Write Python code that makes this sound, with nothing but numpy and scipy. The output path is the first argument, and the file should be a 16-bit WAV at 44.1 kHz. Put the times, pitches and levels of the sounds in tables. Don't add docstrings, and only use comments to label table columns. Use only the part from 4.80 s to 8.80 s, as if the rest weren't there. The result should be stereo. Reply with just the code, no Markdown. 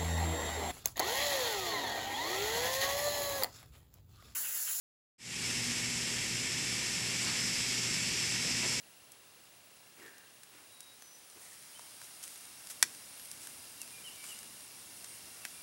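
import sys
import numpy as np
from scipy import signal
from scipy.fft import rfft, irfft
from scipy.io import wavfile

SR = 44100
rng = np.random.default_rng(int(sys.argv[2]) if len(sys.argv) > 2 else 0)


def digitize_waveform(pressure):
    field = np.atleast_2d(pressure).T
    bounded = np.clip(field, -1, 1)
    quanta = np.round(bounded * 32767).astype(np.int16)
    wavfile.write(sys.argv[1], SR, quanta)


N = 176400
TIME = np.arange(N) / SR
FREQS = np.maximum(np.arange(N // 2 + 1) * SR / N, 1)


def carriers():
    # f/Hz, left level/dB, right level/dB
    hiss_colour = [(650, -83.2, -83.2), (1000, -79.9, -81.9), (1350, -77.8, -81.4), (1680, -73.6, -76.0),
                   (1850, -69.9, -71.5), (2000, -69.1, -73.2), (2230, -68.5, -68.0), (2420, -69.8, -68.8),
                   (2650, -71.9, -67.0), (2800, -71.9, -67.5), (3000, -73.1, -71.5), (3250, -71.8, -68.5),
                   (3700, -75.9, -74.6), (4250, -77.9, -75.8), (4550, -73.8, -72.0), (4850, -75.6, -74.1),
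                   (5300, -72.9, -71.2), (5650, -74.6, -72.9), (6000, -76.1, -71.8), (6500, -81.0, -71.1),
                   (7000, -83.7, -70.2), (7250, -85, -67.4), (7550, -84.7, -67.8), (8000, -85.2, -69.8),
                   (8600, -87.7, -74.8), (10000, -92.1, -77.6), (11500, -94.0, -83.6),
                   (13000, -103.7, -88.8), (14000, -113.3, -102.1)]
    # t/s, level/dB
    rubbing = [(.4, -0.3), (.8, -0.15), (1.05, -0.75), (1.8, -0.85), (2.15, 0), (2.7, 0), (3.3, -0.2),
               (4, 0.4)]
    low_cut_hz, treble_hz = 636, 8160
    colour = from_db(at_hz(hiss_colour, FREQS)) * room_ripple(depth_db=1, spacing_hz=30)
    colour /= np.sqrt(1 + (low_cut_hz / FREQS) ** 10)
    hiss = flickering(stereo_noise() * colour, depth_db=.5, rate=14)
    treble = irfft(rfft(hiss) / (1 + (treble_hz / FREQS) ** 10), N)
    treble_db = 1.7 - .48 * TIME
    hiss = hiss + treble * (from_db(treble_db) - 1)
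    rubbing_db = np.interp(TIME, *np.transpose(rubbing)) - .87
    grain_db = .6 * drift(rate=160)
    return hiss * from_db(rubbing_db + grain_db)


def rail():
    # t/s, level/dB
    ringing = [(.4, -4), (.8, -2.5), (1.1, -3.5), (1.8, -1.5), (2.2, -2), (2.5, -0.3), (2.8, 1.3),
               (3.3, 1.6), (4, 1)]
    # f/Hz, left level/dB, right level/dB
    mode_levels = [(3700, -84, -82), (3950, -76, -69), (4140, -81, -73), (4430, -81, -71), (4735, -69, -70),
                   (4840, -72, -71), (4941, -70.5, -65), (5046, -70.5, -63.3), (5152, -66.3, -60),
                   (5259, -65, -61.5), (5366, -61.8, -61.3), (5475, -64, -62), (5585, -68.5, -65.5),
                   (5695, -67, -69.5), (5807, -68, -67.3), (5920, -70, -69), (6033, -70.5, -66),
                   (6263, -75, -72), (6380, -78, -66.5), (6497, -86, -77), (6615, -79, -69),
                   (6735, -87, -76), (6855, -81, -67), (7223, -90, -65.5), (7347, -89, -67.5),
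                   (7472, -88, -64.8), (7600, -84, -62), (7726, -90, -64.5), (7983, -92, -70.5)]
    # f/Hz, width/Hz, level/dB, dB gained per dB of ringing
    wall_rings = [(2620, 280, -73.5, 1), (4470, 320, -85, 4)]
    centre_hz, spacing_hz, stretch_hz = 5259, 107.2, .49
    ringing_db = np.interp(TIME, *np.transpose(ringing))
    friction, modes = irfft(stereo_noise(), N), 0
    for k in range(-18, 25):
        hz = centre_hz + spacing_hz * k + stretch_hz * k * k
        swell = from_db(.3 * drift(rate=12))
        strength = from_db(at_hz(mode_levels, hz))[:, None]
        modes = modes + resonance(friction, hz, width_hz=13) * swell * strength
    scraping = irfft(stereo_noise(), N)
    walls = sum(resonance(scraping, hz, width) * from_db(db + follows * ringing_db)
                for hz, width, db, follows in wall_rings)
    return modes * from_db(1.24 + ringing_db) + walls


def drive():
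    # f/Hz, width/Hz, left level/dB, right level/dB
    housing_rings = [(170.7, 14.2, -67, -72), (192.6, 11.4, -71, -77), (249.5, 19, -74.5, -76),
                     (390, 3.6, -70, -78.5), (520, 10.4, -84, -75), (791, 35, -81.5, -81),
                     (948, 30, -83.5, -78), (1795, 21, -74.5, -67), (1895, 10, -69.5, -65),
                     (2206, 120, -68, -70)]
    motor_hz, motor_db = 114.5, -61
    shaking = irfft(stereo_noise(), N)
    phase = 2 * np.pi * (motor_hz * TIME + rng.random()) + .6 * drift(rate=1.83)
    motor = np.sqrt(2) * np.sin(phase) * from_db(motor_db)
    housing = sum(resonance(shaking, hz, width) * from_db([[left], [right]])
                  for hz, width, left, right in housing_rings)
    return housing + motor


def cloth():
    # t/s, half length/s, level/dB, f/Hz, width/octaves
    swishes = [(2.5, 0.061, -75, 1370, 0.67), (3.67, 0.039, -75, 350, 0.76)]
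    return noise_bursts(swishes)


def scuffs_and_clack():
    # t/s, half length/s, level/dB, f/Hz, width/octaves
    bright_bursts = [(.86, 0.063, -85, 7500, 0.13), (2.43, 0.012, -71, 7700, 0.21),
                     (2.49, 0.025, -67.5, 4470, 0.11), (3.828, 0.016, -64.5, 2500, 0.3)]
    return noise_bursts(bright_bursts)


def bump():
    # f/Hz, width/Hz, level/dB, time to fall by 60 dB (t60/s)
    knock_rings = [(377, 190, -69.5, 0.75), (610, 200, -73, 0.36), (830, 80, -72, 0.68),
                   (975, 23, -67, 0.44), (1330, 270, -75, .4)]
    start_s, rise_s = 3.826, .006
    since = np.maximum(TIME - start_s, 0)
    push = irfft(stereo_noise(), N) * np.minimum(since / rise_s, 1)
    return sum(resonance(push * from_db(db - 60 * since / fall_s), hz, width)
               for hz, width, db, fall_s in knock_rings)


def ventilation():
    # f/Hz, left level/dB, right level/dB
    air_colour = [(20, -92.0, -95), (40, -77, -83), (60, -74.5, -76), (93, -72.5, -74), (177, -71, -67.5),
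                  (253, -70, -74.5), (448, -77.5, -76.5), (640, -75.5, -92)]
    high_cut_hz = 572
    colour = from_db(at_hz(air_colour, FREQS) - 2.1) * room_ripple(depth_db=1, spacing_hz=7.9)
    colour /= np.sqrt(1 + (FREQS / high_cut_hz) ** 10)
    return flickering(stereo_noise() * colour, depth_db=.5, rate=10)


def hum():
    # level/dB, left minus right/dB, throb/dB
    hum_tones = [(-74, -3, 1), (-52, -1, 1.8), (-54.5, 0.5, 2.5), (-61, 2, 0.5), (-66.5, -4, -1.5),
                 (-75, 2, 2.5)]
    mains_hz, multiples = 60, (1, 2, 4, 6, 8, 10)
    out = 0
    for multiple, (db, pan_db, throb_db) in zip(multiples, hum_tones):
        phase = 2 * np.pi * (multiple * mains_hz * TIME + rng.random()) + .22 * drift(rate=9)
        tone = np.sqrt(2) * np.sin(phase) * from_db(db + throb_db * drift(rate=9))
        out = out + tone * from_db([[pan_db / 2], [-pan_db / 2]])
    return out


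def noise_bursts(rows):
    noise, out = stereo_noise(), 0
    for peak_s, half_s, db, hz, octaves in rows:
        band = np.exp(-.5 * (np.log2(FREQS / hz) / octaves) ** 2)
        swell = np.exp(-.5 * ((TIME - peak_s) / half_s) ** 2)
        out = out + irfft(noise * band, N) * from_db(db) * swell
    return out


def resonance(x, hz, width_hz):
    r = np.exp(-np.pi * width_hz / SR)
    feedback = [1, -2 * r * np.cos(2 * np.pi * hz / SR), r * r]
    return signal.lfilter(np.array([1, 0, -1]) * (1 - r * r) / 2, feedback, x)


def stereo_noise():
    # f/Hz, likeness (1 the same, 0 unrelated, below 0 opposed)
    likeness = [(30, 0.7), (90, 0.85), (210, 1), (320, 0.77), (490, 0.64), (740, 0.42), (1120, 0.002),
                (1710, -0.077), (2600, -0.099), (3950, 0.18), (5300, 0.6), (7000, 0.15), (9000, -0.17)]
    mid, side = rfft(rng.standard_normal((2, N))) * np.sqrt(SR) / 2
    alike = at_hz(likeness, FREQS)[0]
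    return np.sqrt(1 + alike) * mid + np.sqrt(1 - alike) * side * [[1], [-1]]


def room_ripple(depth_db, spacing_hz):
    ripples = [drift(SR * SR / N / spacing_hz, size=len(FREQS)) for _ in range(2)]
    return from_db(depth_db * np.array(ripples))


def flickering(spectrum, depth_db, rate):
    octave, out = np.clip(np.log2(FREQS / 50), 0, 8), 0
    for k in range(9):
        band = np.maximum(1 - abs(octave - k), 0)
        out = out + irfft(spectrum * band, N) * from_db(depth_db * drift(rate))
    return out


def drift(rate, size=N):
    points = rng.standard_normal(4096)
    return np.interp(np.arange(size) * rate / SR, np.arange(len(points)), points) / np.sqrt(2 / 3)


def at_hz(table, hz):
    row_hz, *columns = np.transpose(table)
    return np.array([np.interp(np.log(hz), np.log(row_hz), column) for column in columns])


def from_db(db):
    return 10 ** (np.asarray(db) / 20)


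def scene():
    curtain = carriers() + rail() + drive() + cloth() + scuffs_and_clack() + bump()
    return curtain + ventilation() + hum()


def record(dry):
    fade_start_s, fade_length_s, cutoff_hz = .381, .29, 13700
    fade = np.clip((TIME - fade_start_s) / fade_length_s, 0, 1) ** .91
    treble_cut = signal.ellip(10, .1, 80, cutoff_hz, fs=SR, output="sos")
    return signal.sosfilt(treble_cut, dry * fade)


dry = scene()
out = record(dry)
digitize_waveform(out)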